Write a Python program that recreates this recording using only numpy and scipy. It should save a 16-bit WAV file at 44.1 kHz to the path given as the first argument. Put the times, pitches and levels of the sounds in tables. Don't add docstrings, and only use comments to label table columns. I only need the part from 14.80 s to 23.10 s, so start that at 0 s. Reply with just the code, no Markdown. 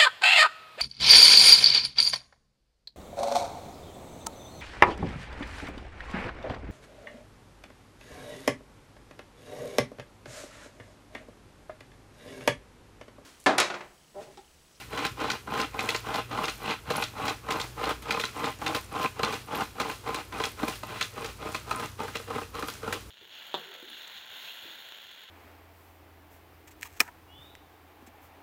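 import sys
import numpy as np
from scipy import signal
from scipy.fft import rfft, irfft
from scipy.io import wavfile
from scipy.ndimage import uniform_filter1d

SR = 44100
rng = np.random.default_rng(int(sys.argv[2]) if len(sys.argv) > 2 else 0)


def master(y):
    cut = np.clip(np.atleast_2d(y).T, -1, 1)
    pcm = np.round(cut * 32767)
    wavfile.write(sys.argv[1], SR, pcm.astype(np.int16))


N = 366030

# start_s, crack_db, thud_db, sizzle_db (the last two relative to the crack)
TOOTH_SNAGS = [(0.1737, -15.5, -13, -24), (0.2486, -11, -15, -21), (0.3999, -20.5, -10.5, -23),
               (0.4998, -10.5, -21, -27), (0.6738, -38.5, 8, -42), (0.736, -23, -4, -18),
               (0.7738, -18, -15, -18), (0.7978, -13.5, -21, -20), (0.9427, -34, 1.5, -32),
               (0.9901, -12.5, -17.5, -32), (1.0876, -10.5, -19, -18), (1.1454, -10.5, -16.5, -32),
               (1.3403, -17.5, -19, -18), (1.3558, -22, -9, -14), (1.512, -22.5, -9, -36),
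               (1.574, -23.5, -7, -24), (1.6381, -13, -17, -38), (1.68, -12, -14, -32),
               (1.8567, -26, -5, -14), (1.9036, -21, -6.5, -29), (2.102, -12.5, -9, -20),
               (2.156, -19.5, -10, -13), (2.222, -11.5, -18.5, -34), (2.4514, -22, -15, -11),
               (2.479, -11, -14, -26), (2.7051, -12, -15.5, -19), (2.7976, -15, -22, -21),
               (3.039, -16, -14, -23), (3.0904, -16, -12, -17), (3.222, -30.5, -10.5, -9),
               (3.3058, -9, -15.5, -25), (3.372, -24.5, -2, -25), (3.3958, -13.5, -15.5, -19),
               (3.436, -12.5, -17.5, -34), (3.6408, -15.5, -21, -22), (3.8196, -37, 5, -34),
               (3.862, -10.5, -15.5, -26), (3.9462, -12, -14, -16), (4.212, -23, -20, -17),
               (4.3932, -20, -5, -35), (4.4313, -8, -11.5, -28), (4.5237, -19.5, -21, -16),
               (4.7462, -20.5, -14, -19), (4.8051, -18.5, -7, -20), (4.999, -11.5, -14.5, -19.5),
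               (5.0957, -20.5, -12, -25), (5.2751, -27.5, -13, -17), (5.3427, -17.5, -16, -15),
               (5.524, -25.5, -7, -27), (5.599, -17.5, -9.5, -28), (5.6364, -11.5, -20.5, -21),
               (5.8293, -19.5, -4, -31), (5.954, -38, -15, 1), (5.8793, -17.5, -7.5, -10.5),
               (6.0312, -27, -1.5, -13), (6.2093, -9, -17, -27), (6.3745, -39.5, 8.5, -18),
               (6.4433, -18, -17, -19), (6.655, -32.5, 2.5, -18), (6.7448, -15.5, -12.5, -17),
               (6.9095, -18.5, -7.5, -15.5), (6.995, -23, -12, -13), (7.1993, -31, 3.5, -12),
               (7.232, -33, -3, -6), (7.28, -31.5, 2, -12), (7.3529, -15.5, -13, -19),
               (7.3966, -34.5, -1, -11), (7.5035, -33, 5, -47), (7.5555, -34, -5, -22),
               (7.581, -30, 2, -20), (7.6151, -33, 2, -23), (7.7517, -32, 2, -28),
               (7.7914, -29, -6.5, -7.5), (7.8242, -24, -0.5, -26), (7.883, -19, -13.5, -15),
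               (8.0301, -38, 7.5, -16), (8.076, -30.5, 4.5, -28), (8.1246, -15, -12, -12.5)]


def amp(db):
    return 10 ** (np.asarray(db) / 20)


def unit_rms(x):
    return x / np.sqrt(np.mean(x ** 2) + 1e-20)


def drift(rate_hz):
    pole = np.exp(-2 * np.pi * rate_hz / SR)
    return unit_rms(signal.lfilter([1], [1, -2 * pole, pole * pole], rng.standard_normal(N + SR))[SR:])


def resonate(x, hz, width_hz):
    r = np.exp(-np.pi * width_hz / SR)
    gain = (1 - r * r) / 2
    return signal.lfilter([gain, 0, -gain], [1, -2 * r * np.cos(2 * np.pi * hz / SR), r * r], x + 1e-18)


def colour(x, spectrum):
    hz, db = np.transpose(spectrum)
    curve_db = np.interp(np.log(np.linspace(1, SR / 2, 2049)), np.log(hz), db)
    cepstrum = irfft(curve_db * np.log(10) / 20)
    cepstrum[1:2048] *= 2
    cepstrum[2049:] = 0
    return signal.fftconvolve(x, irfft(np.exp(rfft(cepstrum))))[:N]


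def bursts(starts_s, levels_db, rise_s, t60_s, tail_db=-14, tail_t60_s=0.18):
    out, t = np.zeros(N + SR), np.arange(SR // 10) / SR
    envelope = np.minimum(t / rise_s, 1) * (amp(-60 * t / t60_s) + amp(tail_db - 60 * t / tail_t60_s))
    for start_s, level_db in zip(starts_s, levels_db):
        at = round(start_s * SR)
        out[at:at + len(t)] += amp(level_db) * envelope * rng.standard_normal(len(t))
    return out[:N]


def garden():
    # freq_hz, level_db
    air_eq = [(15, -74), (35, -5), (60, 0), (125, -12), (175, -9), (420, -10.5), (650, -19.5), (1100, -15),
              (2000, -24.5), (7000, -29.5), (16000, -30.5)]
    # pitch_hz, waver_hz, start_db, end_db
    hum_tones = [(57, 3, -54, -55), (95, 2, -60, -51), (119, 2, -53, -56)]
    bed = amp(-51.5 + .8 * drift(.7)) * unit_rms(colour(rng.standard_normal(N), air_eq))
    for pitch_hz, waver_hz, start_db, end_db in hum_tones:
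        phase = 2 * np.pi * np.cumsum(pitch_hz + waver_hz * drift(3)) / SR
        tone = np.sin(phase) * amp(3.5 * drift(2))
        bed += amp(np.linspace(start_db, end_db, N)) * unit_rms(tone)
    return bed


def fence_echo(x, delay_s=.0155, t60_s=0.2):
    lag, t = round(delay_s * SR), np.arange(round(t60_s * SR)) / SR
    slap = signal.sosfilt(signal.butter(1, [3200, 7300], "band", fs=SR, output="sos"), x)
    scatter = rng.standard_normal(len(t)) * amp(-60 * t / t60_s) * np.minimum(t / 0.0012, 1)
    scatter = signal.sosfilt(signal.butter(1, [900, 7000], "band", fs=SR, output="sos"), scatter)
    tail = signal.fftconvolve(x, scatter / np.sqrt(np.sum(scatter ** 2)))[:N]
    return amp(-8) * np.r_[np.zeros(lag), slap[:N - lag]] + amp(-15.5) * tail


def ground_thumps(pitch_hz=99, width_hz=70):
    # start_s, level_db (relative)
    jolts = [(0.314, -33), (0.71, -30), (2.082, -27.5), (2.431, -26), (3.043, -44), (4.384, -44),
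             (5.352, -44), (6.483, -38), (6.835, -43)]
    kicks = np.zeros(N)
    for start_s, level_db in jolts:
        kicks[round(start_s * SR)] = amp(level_db + 44)
    return resonate(resonate(kicks, pitch_hz, width_hz), pitch_hz, width_hz)


def link_ticks():
    # start_s, level_db (relative), pitch_hz
    ticks = [(1.0888, -32, 8600), (2.167, 0, 10400), (3.222, -18, 11400), (3.3074, -32, 8680),
             (3.9499, -25, 9080), (4.127, -16, 10600), (4.7556, -9, 13300), (5.004, -20, 8100),
             (5.3477, -10, 7890), (6.2108, -7, 7890), (6.4098, -15, 9410), (6.744, -22, 7790),
             (6.9056, -17, 8920), (6.9601, -7.5, 9000)]
    return sum(resonate(bursts([start_s], [level_db + 2.5], 0.0018, 0.0043, tail_db=-42), pitch_hz, 1500)
               for start_s, level_db, pitch_hz in ticks)


def link_rattle(motion, per_s=45, pitches_hz=(6500, 9000, 12000, 14500)):
    hits = rng.random(N) < per_s * amp(6 * drift(8)) / SR
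    clicks = hits * amp(22 + 4 * np.minimum(rng.exponential(1, N), 3)) * motion
    choice = rng.integers(0, len(pitches_hz), N)
    return sum(resonate(clicks * (choice == k), hz, width_hz=1670) for k, hz in enumerate(pitches_hz))


def wood(x, modes, uneven_db, shift_db, recolour, grip_s=0.2892):
    t, grip_times = np.arange(N) / SR, np.arange(40) * grip_s
    out = np.zeros(N)
    for k, (hz, width_hz, level_db) in enumerate(modes):
        contact_db = uneven_db * drift(233)
        depth_db = np.interp(hz, *np.transpose(recolour)) * t / t[-1]
        grip_db = shift_db * np.interp(t, grip_times, rng.standard_normal(len(grip_times)))
        out += (-1) ** k * amp(level_db) * resonate(x * amp(contact_db + depth_db + grip_db), hz, width_hz)
    return out


def chip_hiss(chips):
    # freq_hz, gain_db
    chip_eq = [(2940, -8), (5000, -9.5), (7460, -13.5), (9920, -14), (14700, -20.5), (15600, 12)]
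    start_s, crack_db, _, sizzle_db = np.transpose(TOOTH_SNAGS)
    sizzles = bursts(start_s, crack_db + sizzle_db + 10, rise_s=0.0034, t60_s=0.055)
    return colour(chips + sizzles, chip_eq)


def snag_snaps():
    start_s, crack_db, thud_db, _ = np.transpose(TOOTH_SNAGS)
    snap_db = crack_db - 0.67 * thud_db - 4.5
    snaps = bursts(start_s + 0.000988, snap_db, rise_s=0.001, t60_s=0.013, tail_db=-23)
    return resonate(snaps, hz=3700, width_hz=1780)


def fibre_tear(fibres):
    # freq_hz, gain_db
    tear_eq = [(760, -53), (1300, 1), (1700, -6.5), (2500, -6), (2990, -8), (4270, -16), (9000, -34),
               (11700, -86), (19800, -120)]
    # pitch_hz, width_hz, level_db
    cut_modes = [(1995, 87, -2.5), (2555, 180, 6.5), (2708, 184, 2.5), (3393, 440, -7.5), (3460, 81, -1.5),
                 (4050, 80, -1)]
    start_s, crack_db, _, _ = np.transpose(TOOTH_SNAGS)
    torn = fibres + bursts(start_s, crack_db, rise_s=0.0023, t60_s=0.027)
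    walls = wood(torn, cut_modes, uneven_db=4.0, shift_db=2.0, recolour=[(2600, -1.4)])
    return amp(3) * colour(torn, tear_eq) + amp(-2.9) * walls


def limb_ring(teeth):
    # pitch_hz, width_hz, level_db
    limb_modes = [(131.7, 53, -7), (225.5, 49, -4), (300.3, 32, 0), (352, 78, -7), (460.4, 51, -0.5),
                  (621, 42, -5), (791.7, 46.4, 1), (890, 51, -2.5), (1034.6, 41, 1), (1152, 54, -1),
                  (1247, 114, -2), (1446, 85, -8.5), (1537, 52, -7)]
    # freq_hz, gain_db
    deep_cut_eq = [(250, -1), (480, 2), (830, -1.5), (1250, 0), (1530, -4)]
    start_s, crack_db, thud_db, _ = np.transpose(TOOTH_SNAGS)
    thuds = bursts(start_s, crack_db + thud_db + 17.5, rise_s=0.00032, t60_s=0.024)
    return wood(teeth + thuds, limb_modes, uneven_db=2.0, shift_db=1.94, recolour=deep_cut_eq)


def bites(per_s, spread_db):
    sizes = amp(spread_db * np.minimum(rng.exponential(1, N), 3)) * rng.choice([-1, 1], N)
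    clicks = sizes * (rng.random(N) < per_s / SR)
    power = uniform_filter1d(clicks ** 2, size=1300)
    return unit_rms(clicks / np.sqrt(power + .1 * power.mean()))


def pull_envelopes():
    # start_s, attack_s, length_s, ring_db (mid-pull), change_db (over the pull),
    # tear_db (at the end, relative to the ring), run_on_s (tear and hiss hold), hiss_db (at the end)
    strokes = [(-0.2, 0.05, 0.2, -37, 0, 2, 0.02, -48.5),
               (0.083, 0.052, 0.17, -31.5, 5, 3.5, 0.0035, -46.5),
               (0.35, 0.065, 0.2, -29.5, -6.5, 2.5, 0.0024, -49),
               (0.648, 0.077, 0.19, -28.5, 1, -0.5, 0.0023, -49.5),
               (0.908, 0.094, 0.22, -31, -7, 0.5, 0.033, -44.5),
               (1.215, 0.053, 0.17, -32.0, 11.5, 0.5, 0.0043, -48.5),
               (1.475, 0.1, 0.2, -28.5, -16, 0, 0.036, -44.5), (1.756, 0.085, 0.16, -32, 11, 2, 0.004, -50),
               (2.024, 0.088, 0.2, -29.5, -5.5, 0, 0.018, -46.0),
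               (2.314, 0.074, 0.2, -31.0, 2.5, -1, 0.0039, -46.5),
               (2.623, 0.12, 0.22, -28, -18.5, -1, 0.0043, -45),
               (2.941, 0.055, 0.17, -31, 8, 0, 0.0027, -47),
               (3.206, 0.12, 0.21, -32.5, -16, 5.5, 0.065, -46.0),
               (3.52, 0.041, 0.17, -32.5, 8, 0, 0.0034, -46.5),
               (3.778, 0.04, 0.19, -32, -1, -0.5, 0.005, -43.5),
               (4.074, 0.091, 0.18, -30, 0, -0.5, 0.0036, -45),
               (4.332, 0.15, 0.22, -28, -8.5, 2.5, 0.0057, -44),
               (4.651, 0.085, 0.17, -28, -0.5, -2.5, 0.0042, -45),
               (4.938, 0.081, 0.18, -32, -12, 0.5, 0.012, -44.5),
               (5.222, 0.051, 0.17, -32.5, -2, 0.5, 0.0046, -47.5),
               (5.497, 0.076, 0.17, -31.5, -9, 1.5, 0.005, -44.5),
               (5.756, 0.037, 0.16, -37.5, -3, 1, 0.015, -43.5),
               (5.997, 0.094, 0.17, -38.5, 7.5, 2.5, 0.011, -48.5),
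               (6.192, 0.041, 0.041, -39.5, -31, 17.0, 0.005, -47),
               (6.315, 0.064, 0.18, -38, -8, 2.5, 0.0056, -47.5),
               (6.567, 0.093, 0.16, -31, -16, 0.5, 0.051, -47),
               (6.83, 0.072, 0.21, -36, 1.5, -0.5, 0.013, -46),
               (7.167, 0.029, 0.11, -35.5, -11.0, 0, 0.027, -49),
               (7.324, 0.025, 0.088, -51, -23, 14.5, 0.019, -52),
               (7.445, 0.096, 0.15, -32, -11, -1.5, 0.02, -47.5),
               (7.728, 0.019, 0.15, -39.5, -11, 3.0, 0.07, -46.5),
               (8.005, 0.053, 0.16, -34.5, -11.5, -2, 0.025, -48)]
    ring_fall_db_per_s, tear_fall_db_per_s, hiss_fall_db_per_s = 674, 279, 112
    tear_build_db, hiss_build_db = 5, 9.5
    t = np.arange(0, N + 44, 44) / SR
    ring, tear, hiss = np.zeros((3, len(t)))
    for start_s, attack_s, length_s, ring_db, change_db, tear_db, run_on_s, hiss_db in strokes:
        load = np.clip((t - start_s) / attack_s, 0, 1) ** 1.62
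        to_go = np.clip(1 - (t - start_s) / length_s, 0, 1)
        after_s = np.maximum(t - start_s - length_s, 0)
        late_s = np.maximum(after_s - run_on_s, 0)
        pull_db = ring_db + change_db * (.5 - to_go)
        ring += load * amp(pull_db - ring_fall_db_per_s * after_s)
        tear += load * amp(pull_db + tear_db - tear_build_db * to_go - tear_fall_db_per_s * late_s)
        hiss += load * amp(hiss_db - hiss_build_db * to_go - hiss_fall_db_per_s * late_s)
    return [np.interp(np.arange(N) / SR, t, layer) for layer in (ring, tear, hiss)]


def sawing():
    # time_s, spread_db
    judder_depth = [(0, 1.1), (8.3, 3)]
    ringing, tearing, hissing = pull_envelopes()
    judder = amp(np.interp(np.arange(N) / SR, *np.transpose(judder_depth)) * drift(40))
    teeth = bites(per_s=900, spread_db=6.5)
    fibres = unit_rms(0.36 * teeth + bites(per_s=5000, spread_db=3.2))
    chips = unit_rms(0.29 * teeth + rng.standard_normal(N))
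    ring = limb_ring(teeth * ringing * judder * amp(13.5))
    tear = fibre_tear(fibres * tearing * judder)
    hiss = chip_hiss(chips * hissing * amp(11.5))
    return ring + tear + hiss + link_rattle(hissing)


def scene():
    saw = sawing() + link_ticks()
    snaps = snag_snaps()
    direct = saw + amp(-23.5) * snaps
    echo = fence_echo(amp(-1.0) * saw + snaps)
    return (direct + echo + ground_thumps() + garden())[None]


def record(dry, low_cut_hz=45, high_cut_hz=15950):
    thinned = signal.sosfilt(signal.butter(3, low_cut_hz, "high", fs=SR, output="sos"), dry)
    return signal.sosfilt(signal.cheby2(14, 70, high_cut_hz, fs=SR, output="sos"), thinned)


dry = scene()
out = record(dry)
master(out)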